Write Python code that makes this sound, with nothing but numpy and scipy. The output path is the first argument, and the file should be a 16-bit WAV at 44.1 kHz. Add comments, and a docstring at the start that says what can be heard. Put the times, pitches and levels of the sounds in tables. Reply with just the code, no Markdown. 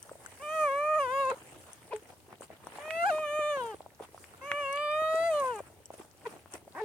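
"""In a quiet room a newborn puppy gives three long wavering cries and three short grunts.
Each voice is a stack of harmonics on a gliding pitch, shaped by moving throat and mouth resonances.
Its mother licks it: small cavities snapping open make wet pops and sharp ticks, a few of them in the
puppy's voice, and swelling noise makes the rustle of tongue on fur and a short rasp as the first cry ends.
Steady coloured noise gives the room rumble and microphone hiss."""
import sys
import numpy as np
from scipy import signal
from scipy.io import wavfile
from scipy.ndimage import uniform_filter1d

SR = 44100
rng = np.random.default_rng(int(sys.argv[2]) if len(sys.argv) > 2 else 0)


def how_loud(loudness_db):
    """Turn decibels into a plain amplitude multiplier (0 dB gives 1, 20 dB gives 10)."""
    steps = np.asarray(loudness_db, float) / 20
    return 10 ** steps


def to_wav(sig):
    """Store sig (one row per channel, or 1-D mono) as 16-bit WAV at the path in sys.argv[1].

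    Samples outside -1..1 are clipped; the rate is SR.
    """
    pcm = np.clip(np.atleast_2d(sig), -1, 1) * 32767
    pcm = np.round(pcm).astype(np.int16)
    wavfile.write(sys.argv[1], SR, pcm.T)  # frames by channels


N = 301644  # length in samples

# The puppy's cries, one list of rows for each cry.
# Each row: time in seconds, pitch in Hz, effort in dB, mouth resonance in Hz, tongue resonance in Hz,
# pressed voice in dB per octave.
CRY_PATHS = [
    [(0.397, 519, -60, 1200, 2350.0, 7), (0.436, 603, -50, 1220, 2520, 11),
     (0.466, 597, -47.5, 1190, 2440, 9.5), (0.544, 637.5, -41, 1310, 2240, 10),
     (0.634, 611, -33.5, 1220, 2430, -1), (0.7, 539.7, -39, 1141, 2380, 5.5),
     (0.856, 604.7, -37.5, 1260, 2460, -2.5), (0.915, 618.7, -35, 1240, 2360, -2.5),
     (0.953, 608, -34.5, 1257, 2310, 0.5), (0.976, 633, -34, 1226, 2180, -10),
     (1.006, 568, -36.5, 1135, 2690, 2), (1.078, 489, -45, 1074, 2180, 8),
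     (1.15, 543.5, -40, 1120, 2410, 5.5), (1.21, 556, -37, 1147, 2630, 5.5),
     (1.264, 518, -40.5, 1050, 2540, 4), (1.301, 538, -37, 1010, 2700, 6.5),
     (1.313, 508, -40, 977, 2537, 3), (1.319, 421.4, -38.5, 685, 2300.0, 2),
     (1.331, 550, -44, 720, 2200.0, 7), (1.35, 500.0, -57, 689, 2200.0, 0.0)],
    [(2.785, 559, -57, 1350.0, 2650, 2), (2.854, 615.3, -48, 1480, 2650, 3),
     (3.034, 690, -33, 1740, 2590, -5.5), (3.046, 692, -35, 1190, 2510.0, 0),
     (3.069, 824, -28.5, 1200, 3030, -1.5), (3.088, 821, -30.5, 1250, 2640, -1),
     (3.116, 613.3, -34, 1100, 2780, 1.5), (3.214, 620.4, -40.5, 1085, 2400, 8),
     (3.28, 585, -41, 1420, 2640, 2.5), (3.394, 613.4, -35, 1345, 2580, -3.5),
     (3.424, 592.7, -36.5, 1335, 2580, 1.5), (3.49, 602, -36, 1370, 2620, -3),
     (3.515, 592.5, -35.5, 1370, 2710, -3), (3.556, 564.4, -38, 1360, 2640, -6.5),
     (3.628, 475.7, -44.5, 1021, 3080, 6.5), (3.706, 440, -45.5, 1150, 3080, 3),
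     (3.75, 376, -54.5, 1030, 2894, 5)],
    [(4.412, 521, -56.5, 990, 2260, 21), (4.484, 586, -50, 1220, 2520, 15.5),
     (4.52, 566.5, -44.5, 1190, 2450, 14), (4.592, 588, -41.5, 1250, 2450, 11.5),
     (4.664, 545.3, -44.5, 1130, 2640, 15), (4.71, 553, -44, 1156, 2420, 16.5),
     (4.83, 599, -41, 1210, 2600, 11), (4.874, 591, -39.5, 1247, 2520, 7.5),
     (5.012, 628.2, -35, 1353, 2280, -2), (5.062, 630, -37.5, 1227, 2210, 6),
     (5.16, 643.3, -33.5, 1190, 2192, 1.5), (5.272, 677.3, -34.5, 1136, 2190, 8),
     (5.294, 661, -34, 1016, 2010, 4), (5.342, 605, -34, 1080, 3050, -8.5),
     (5.396, 576, -35.5, 1050, 2780, -2), (5.438, 527.7, -41.5, 1076, 2308, -7),
     (5.51, 492.6, -41, 1100, 2926, -4), (5.564, 412.7, -46.5, 1135, 2740, -0.5),
     (5.606, 391, -56, 1124, 2262, 6)],
]
# The back of the throat during the cries.
# Each row: time in seconds, nasal notch in Hz, ring of the upper cavity in dB, treble in dB.
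CRY_UPPER_THROAT = [(0.45, 4300, -4, 15.5), (0.72, 3700, -1, 6.5), (0.9, 3600, -8, -1),
                    (1.01, 3630, 4, 8.5), (1.09, 4570, 9.5, 18.5), (1.22, 3200, 7, 8),
                    (2.87, 4260, -7, 12.5), (3.01, 3470, 4.5, -1.5), (3.17, 3300, 1, 8),
                    (3.33, 5470, 1.5, 6.5), (3.5, 5420, 9, 5.5), (3.57, 2740, 9.5, 2.5),
                    (3.66, 2080, -10.5, -1), (4.45, 3700, -16, 20.5), (4.57, 5460, -10.5, 10.5),
                    (4.69, 3580, -10, 14), (4.93, 4020, 9, 3), (5.12, 5800, 6.5, 12), (5.28, 6430, 5, 17.5),
                    (5.37, 5330, 9, 5.5), (5.46, 3600, -1, 8), (5.53, 3600, 2, -7)]
# The back of the throat during a grunt, which is dull on top. The row has the same columns as for the cries.
GRUNT_UPPER_THROAT = [(0, 3000, -23, -11)]
# Grunts that open bright, then shut on a hum; the hum of the third climbs towards a squeal.
# Each row: start in seconds, open time in seconds, hum time in seconds, first pitch in Hz, last pitch in Hz,
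# tongue resonance in Hz, pressed voice while open in dB per octave.
GRUNT_EVENTS = [(1.905, 0.026, 0.061, 424, 432, 2780, 18), (6.251, 0.014, 0.02, 490, 414, 1940, 29),
                (6.747, 0.066, 0.11, 237.2, 850, 1840, 18.5)]
# Vocal folds and higher throat resonances, before mouth and tongue.
# Each row: frequency in Hz, level in dB.
THROAT_COLOUR = [(400, 2), (700, 2), (1200, -14.5), (1330, -21.5), (1500, -8.5), (1900, -19), (2700, -16),
                 (3500, -12.5), (4400, -8.5), (5400, -10), (6800, 7), (7800, 8.5), (9200, 17),
                 (11000, 14.5), (15000, 17)]
# How a near sound differs between the two ports.
# Each row: frequency in Hz, side level against the middle in dB, lag of the side in radians.
PORT_SPREAD = [(600, -24.5, 0.7), (935, -11, -0.5), (1276, -10, 3.5), (1380, 6, 8), (1790, -2.5, 6.5),
               (2550, -7.5, 11.5), (3600, 1, 12.5)]
# Short wet pops: tongue and lips parting, gulps where cries end, and a break in the first grunt.
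# Each row: time in seconds, level in dB, ring in Hz, swell in cycles of the ring.
WET_POPS = [(0.094, -36.5, 1290, 0.66), (0.115, -33, 570, 0.76), (0.1545, -41, 650, 0.86),
            (0.2614, -37.5, 1600, 1.3), (1.302, -29, 1980, 0.35), (1.315, -31, 1400, 1.3),
            (1.931, -30, 630, 1.1), (1.9626, -32.5, 1900, 0.31), (2.328, -34.5, 1050, 0.38),
            (2.4077, -35, 546, 0.61), (2.421, -35.5, 1190, 0.54), (2.5026, -37, 683, 0.85),
            (2.6701, -27, 960, 0.42), (2.7849, -31.5, 880, 0.97), (2.88, -31.5, 810, 0.53),
            (2.907, -20, 2400, 0.67), (3.1837, -29, 1070, 0.94), (3.391, -31.5, 468, 0.46),
            (3.572, -29, 900, 0.32), (3.743, -33, 450, 0.87), (3.8058, -32.5, 760, 0.57),
            (3.8621, -34.5, 805, 0.56), (4, -34, 764, 0.7), (4.0061, -33, 477, 1.03),
            (4.1452, -37.5, 750, 0.87), (4.178, -38.5, 1220, 0.69), (4.2418, -35.5, 2180, 0.51),
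            (4.5164, -13, 1970, 0.52), (4.774, -30, 3000, 0.86), (5.02, -33, 600.0, 0.34),
            (5.143, -32.5, 496, 0.87), (5.442, -34.5, 770, 1.2), (5.5924, -33.5, 1020, 0.88),
            (5.6035, -29.5, 600.0, 0.81), (5.9044, -30, 716, 0.51), (5.9395, -36, 610, 0.49),
            (5.9986, -37, 390, 0.82), (6.459, -36.5, 920, 0.22), (6.5408, -38.5, 382, 0.91),
            (6.6777, -39, 700, 0.89)]
# Small saliva bubbles bursting. Each row: time in seconds, level in dB.
TICK_EVENTS = [(0.0278, -45.5), (0.262, -46), (1.732, -46), (1.9625, -48), (1.301, -46), (4.759, -48.5),
               (4.915, -56), (5.542, -59), (5.56, -49.5), (2.4107, -52), (2.6487, -60), (2.67, -50.5),
               (4.7277, -43.5), (5.3992, -44.5), (5.59, -53), (5.857, -48), (6.523, -52), (5.255, -59),
               (1.015, -54), (1.253, -51.5), (5.156, -47), (6.538, -41.5)]
# The rings inside every tick. 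Each row: frequency in Hz, level against the tick in dB.
TICK_RINGS = [(8720, 9.5), (6300, 1.5), (11900, -5), (13800, -13), (3300, -12.5)]
# Rustling noise: strokes of the tongue over wet fur, and a short rasp as the first cry ends.
# Each row: loudest moment in seconds, length in seconds, level in dB, wetness in dB.
RUSTLE_EVENTS = [(0.037, 0.77, -60.5, 0.5), (0.337, 0.57, -54, -5), (0.596, 1.1, -55.5, 1.5),
                 (1.14, 2.7, -56.5, -6), (1.313, 0.06, -40, -22), (1.59, 1.9, -54.5, -4.5),
                 (2.104, 0.12, -52, -6.5), (2.325, 0.069, -52, -15), (2.433, 0.059, -48.5, -2.5),
                 (2.53, 0.06, -47, -21), (2.772, 0.37, -46.5, -10.5), (3.103, 0.59, -47.5, -6.5),
                 (3.632, 0.51, -50, -5.5), (4.035, 0.071, -46, -10), (4.222, 0.39, -62.5, 5.5),
                 (4.503, 1.08, -52, -12), (5.16, 0.3, -49.5, -11), (5.433, 0.61, -46.5, -5.5),
                 (5.94, 0.031, -48.5, -4.5), (5.999, 0.2, -53.5, -2.5), (6.306, 0.29, -49.5, -6.5),
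                 (6.55, 0.09, -45, -5.5), (6.766, 0.33, -60, 0)]
# Colour of the wet fizz in a rustle. Each row: frequency in Hz, relative level in dB per Hz.
FIZZ_COLOUR = [(3000, -53), (4500, -5.5), (7400, -2.5), (9000, 5), (11000, -7), (15000, -12)]
# Colour of the dull body of a rustle. Each row: frequency in Hz, relative level in dB per Hz.
BODY_COLOUR = [(170, -9.5), (300, -3.5), (760, -2.5), (1200, -8), (2800, -13.5), (4200, -21), (7000, -54)]
# Colour of the steady room sound. Each row: frequency in Hz, relative level in dB per Hz.
ROOM_COLOUR = [(30, -62), (78, 0.5), (105, -3), (160, -10), (400, -16), (1100, -24), (2400, -27),
               (5000, -30), (9000, -30), (15000, -29.5)]
# How alike left and right are in the noises. Each row: frequency in Hz, likeness from 0 to 1.
LEFT_RIGHT_LIKENESS = [(60, 0.75), (200, 0.7), (700, 0.85), (1400, 0.14), (3000, 0.014)]


def puppy_cries():
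    """The folds of a small throat buzz at a wavering pitch while mouth and tongue reshape the sound."""
    out = np.zeros((2, N))
    for rows in CRY_PATHS:
        add(out, *voice(rows, CRY_UPPER_THROAT, jitter=0.002, breath_db=-33, leak=0))
    return out


def puppy_grunts():
    """Short calls, with a rougher pitch and more leaking air than the cries."""
    out = np.zeros((2, N))
    for event in GRUNT_EVENTS:
        add(out, *voice(grunt_path(*event), GRUNT_UPPER_THROAT, jitter=0.008, breath_db=-23, leak=2.5))
    return out


def grunt_path(start, open_s, hum_s, first_hz, last_hz, tongue_hz, pressed_db):
    """Pitch climbs, drops as the mouth snaps shut, then a hum holds and glides to its last pitch, fading."""
    glide_hz_per_s, hum_hz, snap_s = 3300, 427.5, 0.0044
    open_mouth_hz, shut_mouth_hz = 1020, 570
    shut = start + open_s + snap_s
    # three points with the mouth open, then three with it shut
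    open_times = [start, start + 0.3 * open_s, start + open_s]
    shut_times = [shut, shut + 0.26 * hum_s, shut + hum_s]
    pitch = [first_hz + glide_hz_per_s * (x - start) for x in open_times] + [hum_hz, hum_hz, last_hz]
    effort_db = -45.5 + np.array([-16, -10, 0, 3, 3, -22])
    mouth_hz = [open_mouth_hz] * 3 + [shut_mouth_hz] * 3
    pressed = [pressed_db] * 3 + [12, 3, 3]
    return np.transpose([open_times + shut_times, pitch, effort_db, mouth_hz, [tongue_hz] * 6, pressed])


def voice(rows, upper, jitter, breath_db, leak):
    """Harmonics pass two moving resonances, an upper cavity and a nasal notch, with a little air added."""
    s, pitch, *columns = np.transpose(rows)
    t = np.arange(s[0], s[-1], 1 / SR)
    hz = uniform_filter1d(np.interp(t, s, pitch), size=350)
    smooth = [uniform_filter1d(np.interp(t, s, column), size=200) for column in columns]
    effort_db, mouth_hz, tongue_hz, pressed_db = smooth

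    wobble = evened(uniform_filter1d(rng.standard_normal(len(t)), size=200))
    glide_speed = abs(np.gradient(np.log(hz))) * SR
    strain = 0.33 + np.minimum(glide_speed, 5)  # fast glides unsettle the folds
    phase = 2 * np.pi * np.cumsum(hz * (1 + jitter * strain * wobble)) / SR

    f = np.arange(1, 26)[:, None] * hz  # 25 harmonics
    levels = harmonic_levels(f, t, effort_db, mouth_hz, tongue_hz, pressed_db, upper)
    out = np.zeros((2, len(t)))
    for k, level in enumerate(levels, 1):
        shimmer_db = 4.5 * drift(t, 14) * min(k * k / 50, 1)  # steadier in the low harmonics
        wander = 0.16 * k * drift(t, 1.394)  # the puppy squirms
        wave = ports(k * phase - 1.3 - 0.5 * k, k * hz, wander)
        out += np.sqrt(2) * level * how_loud(shimmer_db) * wave

    # air leaking past strained folds, puffed once a cycle
    air_band = signal.butter(2, [500, 3500], "band", fs=SR, output="sos")
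    air = signal.sosfilt(air_band, rng.standard_normal(out.shape))
    puffs = 1 + 0.4 * np.cos(phase)
    out += levels[0] * how_loud(breath_db) * (strain + leak) * air * puffs
    return s[0], out * signal.windows.tukey(len(t), 400 / len(t))


def harmonic_levels(f, t, effort_db, mouth_hz, tongue_hz, pressed_db, upper):
    """How strong each harmonic is after the folds, throat, mouth, tongue and nose have shaped it."""
    cavities = resonance(f, mouth_hz, width_hz=135) * resonance(f, tongue_hz, width_hz=270)
    when, notch_hz, ring_db, treble_db = np.transpose(upper)
    # the upper cavity rings around 3620 Hz, 0.29 octaves wide
    ring = np.interp(t, when, ring_db) * np.exp(-(np.log2(f / 3620) / 0.29) ** 2)
    # the nasal notch takes out 10 dB, 400 Hz wide
    notch = -10 * np.exp(-((f - np.interp(t, when, notch_hz)) / 400) ** 2)
    # pressing tilts the harmonics between these two frequencies
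    press_from_hz, press_to_hz = 1410, 3440
    tilt_db = pressed_db * np.log2(np.clip(f, press_from_hz, press_to_hz) / press_from_hz)
    # from 3800 Hz up, the treble takes over from the pressing within 0.73 octaves
    high = np.clip(np.log2(f / 3800) / 0.73, 0, 1)
    top_db = (1 - high) * tilt_db + high * np.interp(t, when, treble_db)
    return how_loud(effort_db + read(THROAT_COLOUR, f) + top_db) * abs(cavities * how_loud(ring + notch))


def resonance(f, centre_hz, width_hz):
    """Response of one cavity: 1 at low pitch, strongest near its centre, weak far above."""
    return 1 / (1 - (f / centre_hz) ** 2 + 1j * f * width_hz / centre_hz ** 2)


def ports(turn, hz, wander):
    """A wave as the two ports hear it: nearby surfaces add to one what they take from the other."""
    side = how_loud(read(PORT_SPREAD, hz)) * np.sin(turn - read(PORT_SPREAD, hz, 2) + wander)
    return np.sin(turn) + np.array([[1], [-1]]) * side


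def pops_and_ticks():
    """Small cavities snap open: wet pops with a weaker upper ring, ticks, and a faint scatter."""
    out = np.zeros((2, N))
    for s, db, hz, cycles in WET_POPS:
        main_ring = pop(db, hz, cycles, sag=0.064)
        upper_ring = pop(db - 18, 3.18 * hz, 1.14 * cycles, sag=0.24)
        add(out, s, main_ring + upper_ring)
    for s, db in TICK_EVENTS:
        rings = [pop(db + ring_db, hz * rng.uniform(0.89, 1.106), cycles=3.1, sag=0)
                 for hz, ring_db in TICK_RINGS]
        add(out, s, sum(rings))
    # 220 faint pops at random moments, more of them low than high
    for when, size, pitch in rng.random((220, 3)):
        add(out, when * N / SR, pop(-58 + 11 * size, 420 * 30 ** pitch ** 1.7, cycles=0.8, sag=0.17))
    return out


def pop(db, hz, cycles, sag):
    """A small cavity snaps open: it swells for some cycles and dies, its pitch sagging if sag is set."""
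    t = np.arange(1500) / SR
    u = t * hz / cycles  # 1 at the top of the swell
    turn = 2 * np.pi * hz * (t - sag * cycles / hz * np.log(1 + u ** 2))
    swell = (u * np.exp(1 - u)) ** 1.2
    return how_loud(db) * swell * ports(turn, hz, rng.standard_normal())


def rustling():
    """Each rustle swells and fades; it drives a dull body and, the wetter it is, a grainy fizz."""
    s, length, db, wet_db = np.transpose(RUSTLE_EVENTS)[..., None]
    t = np.arange(0, N / SR + 0.01, 0.004)
    u = (t - s) / length
    rise_db, fall_db = 31, 32  # over one length
    power = how_loud(db - np.where(u < 0, -rise_db * u, fall_db * u)) ** 2
    wet_power = power * how_loud(wet_db) ** 2
    times = np.arange(N) / SR
    body = np.interp(times, t, np.sqrt(power.sum(0)))
    fizz = np.interp(times, t, np.sqrt(wet_power.sum(0)))
    wet_sound = fizz * noise(FIZZ_COLOUR, patchy_db=2.6, flicker_db=2.8, size=256)
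    return wet_sound + body * noise(BODY_COLOUR, patchy_db=2.6, flicker_db=3.2, size=512)


def echoes(x, t60, wet_db):
    """A soft-furnished room returns a short tail of sparse taps that fades by 60 dB in t60 seconds."""
    t = np.arange(8000) / SR
    signs = rng.choice([-1., 1.], (2, 8000))
    chosen = rng.random((2, 8000)) < 0.15
    taps = signs * chosen * how_loud(-60 * t / t60) * (t > 0.002)
    tail = signal.fftconvolve(x, taps / np.linalg.norm(taps[0]), axes=1)[:, :N]
    return x + how_loud(wet_db) * tail


def room_floor():
    """Steady room rumble and microphone hiss, made of one coloured noise, a little louder on the left."""
    floor = how_loud(-61.5) * noise(ROOM_COLOUR, patchy_db=1.2, flicker_db=0.3, size=2048)
    return floor * how_loud(np.array([[0.8], [-0.8]]))


def noise(spectrum, patchy_db, flicker_db, size):
    """Stereo noise of a given colour with drifting patches and frame-to-frame flicker."""
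    frames, hz = 4 * N // size + 5, np.fft.rfftfreq(size, 1 / SR)
    a, b, c, d, patches = rng.standard_normal((frames, len(hz), 5)).T
    patches = uniform_filter1d(patches, size=8, axis=0)  # smooth over frequency
    patches = evened(uniform_filter1d(patches, size=20, axis=1))  # and over time
    flicker = np.minimum(rng.exponential(1, frames), 3.5)
    same = np.clip(read(LEFT_RIGHT_LIKENESS, hz), -1, 1)[:, None]
    left = a + 1j * b
    right = same * left + np.sqrt(1 - same ** 2) * (c + 1j * d)
    level_db = read(spectrum, hz)[:, None] + patchy_db * patches + flicker_db * flicker
    z = np.array([left, right]) * how_loud(level_db)
    return evened(signal.istft(z, nperseg=size, noverlap=size * 3 // 4)[1][:, :N])


def drift(t, top_hz):
    """Slow chance movement of rms 1, a sum of sines from 0.5 Hz to top_hz."""
    hz = np.geomspace(0.5, top_hz, 12)[:, None]
    waves = np.sin(2 * np.pi * (hz * t + rng.random((12, 1))))
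    return evened((waves / np.sqrt(hz)).sum(0))


def evened(x):
    """Scales to rms 1."""
    return x / np.sqrt(np.mean(x ** 2) + 1e-20)


def read(points, hz, column=1):
    """Reads a table between its rows, on a log-frequency axis."""
    table = np.transpose(points)
    return np.interp(np.log(hz + 1), np.log(table[0] + 1), table[column])


def add(mix, s, sound):
    """Mixes a two-channel sound in at time s in seconds."""
    part = mix[:, round(s * SR):][:, :sound.shape[1]]
    part += sound[:, :part.shape[1]]


def scene():
    """Puppy and mother in the room, over the steady floor."""
    puppy = echoes(puppy_cries() + puppy_grunts(), t60=0.07, wet_db=-25)
    wet_sounds = echoes(pops_and_ticks(), t60=0.03, wet_db=-9)
    return puppy + wet_sounds + rustling() + room_floor()


def low_pass(x):
    """Removes everything above the highest recorded frequency."""
    return signal.sosfilt(signal.butter(12, 16340, fs=SR, output="sos"), x)


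def record(dry):
    """The microphone's low cut, which weakens everything below 62 Hz, and the finished mix."""
    low_cut = signal.butter(4, 62, "high", fs=SR, output="sos")
    mix = signal.sosfilt(low_cut, dry)
    return low_pass(mix)


dry = scene()
out = record(dry)
to_wav(out)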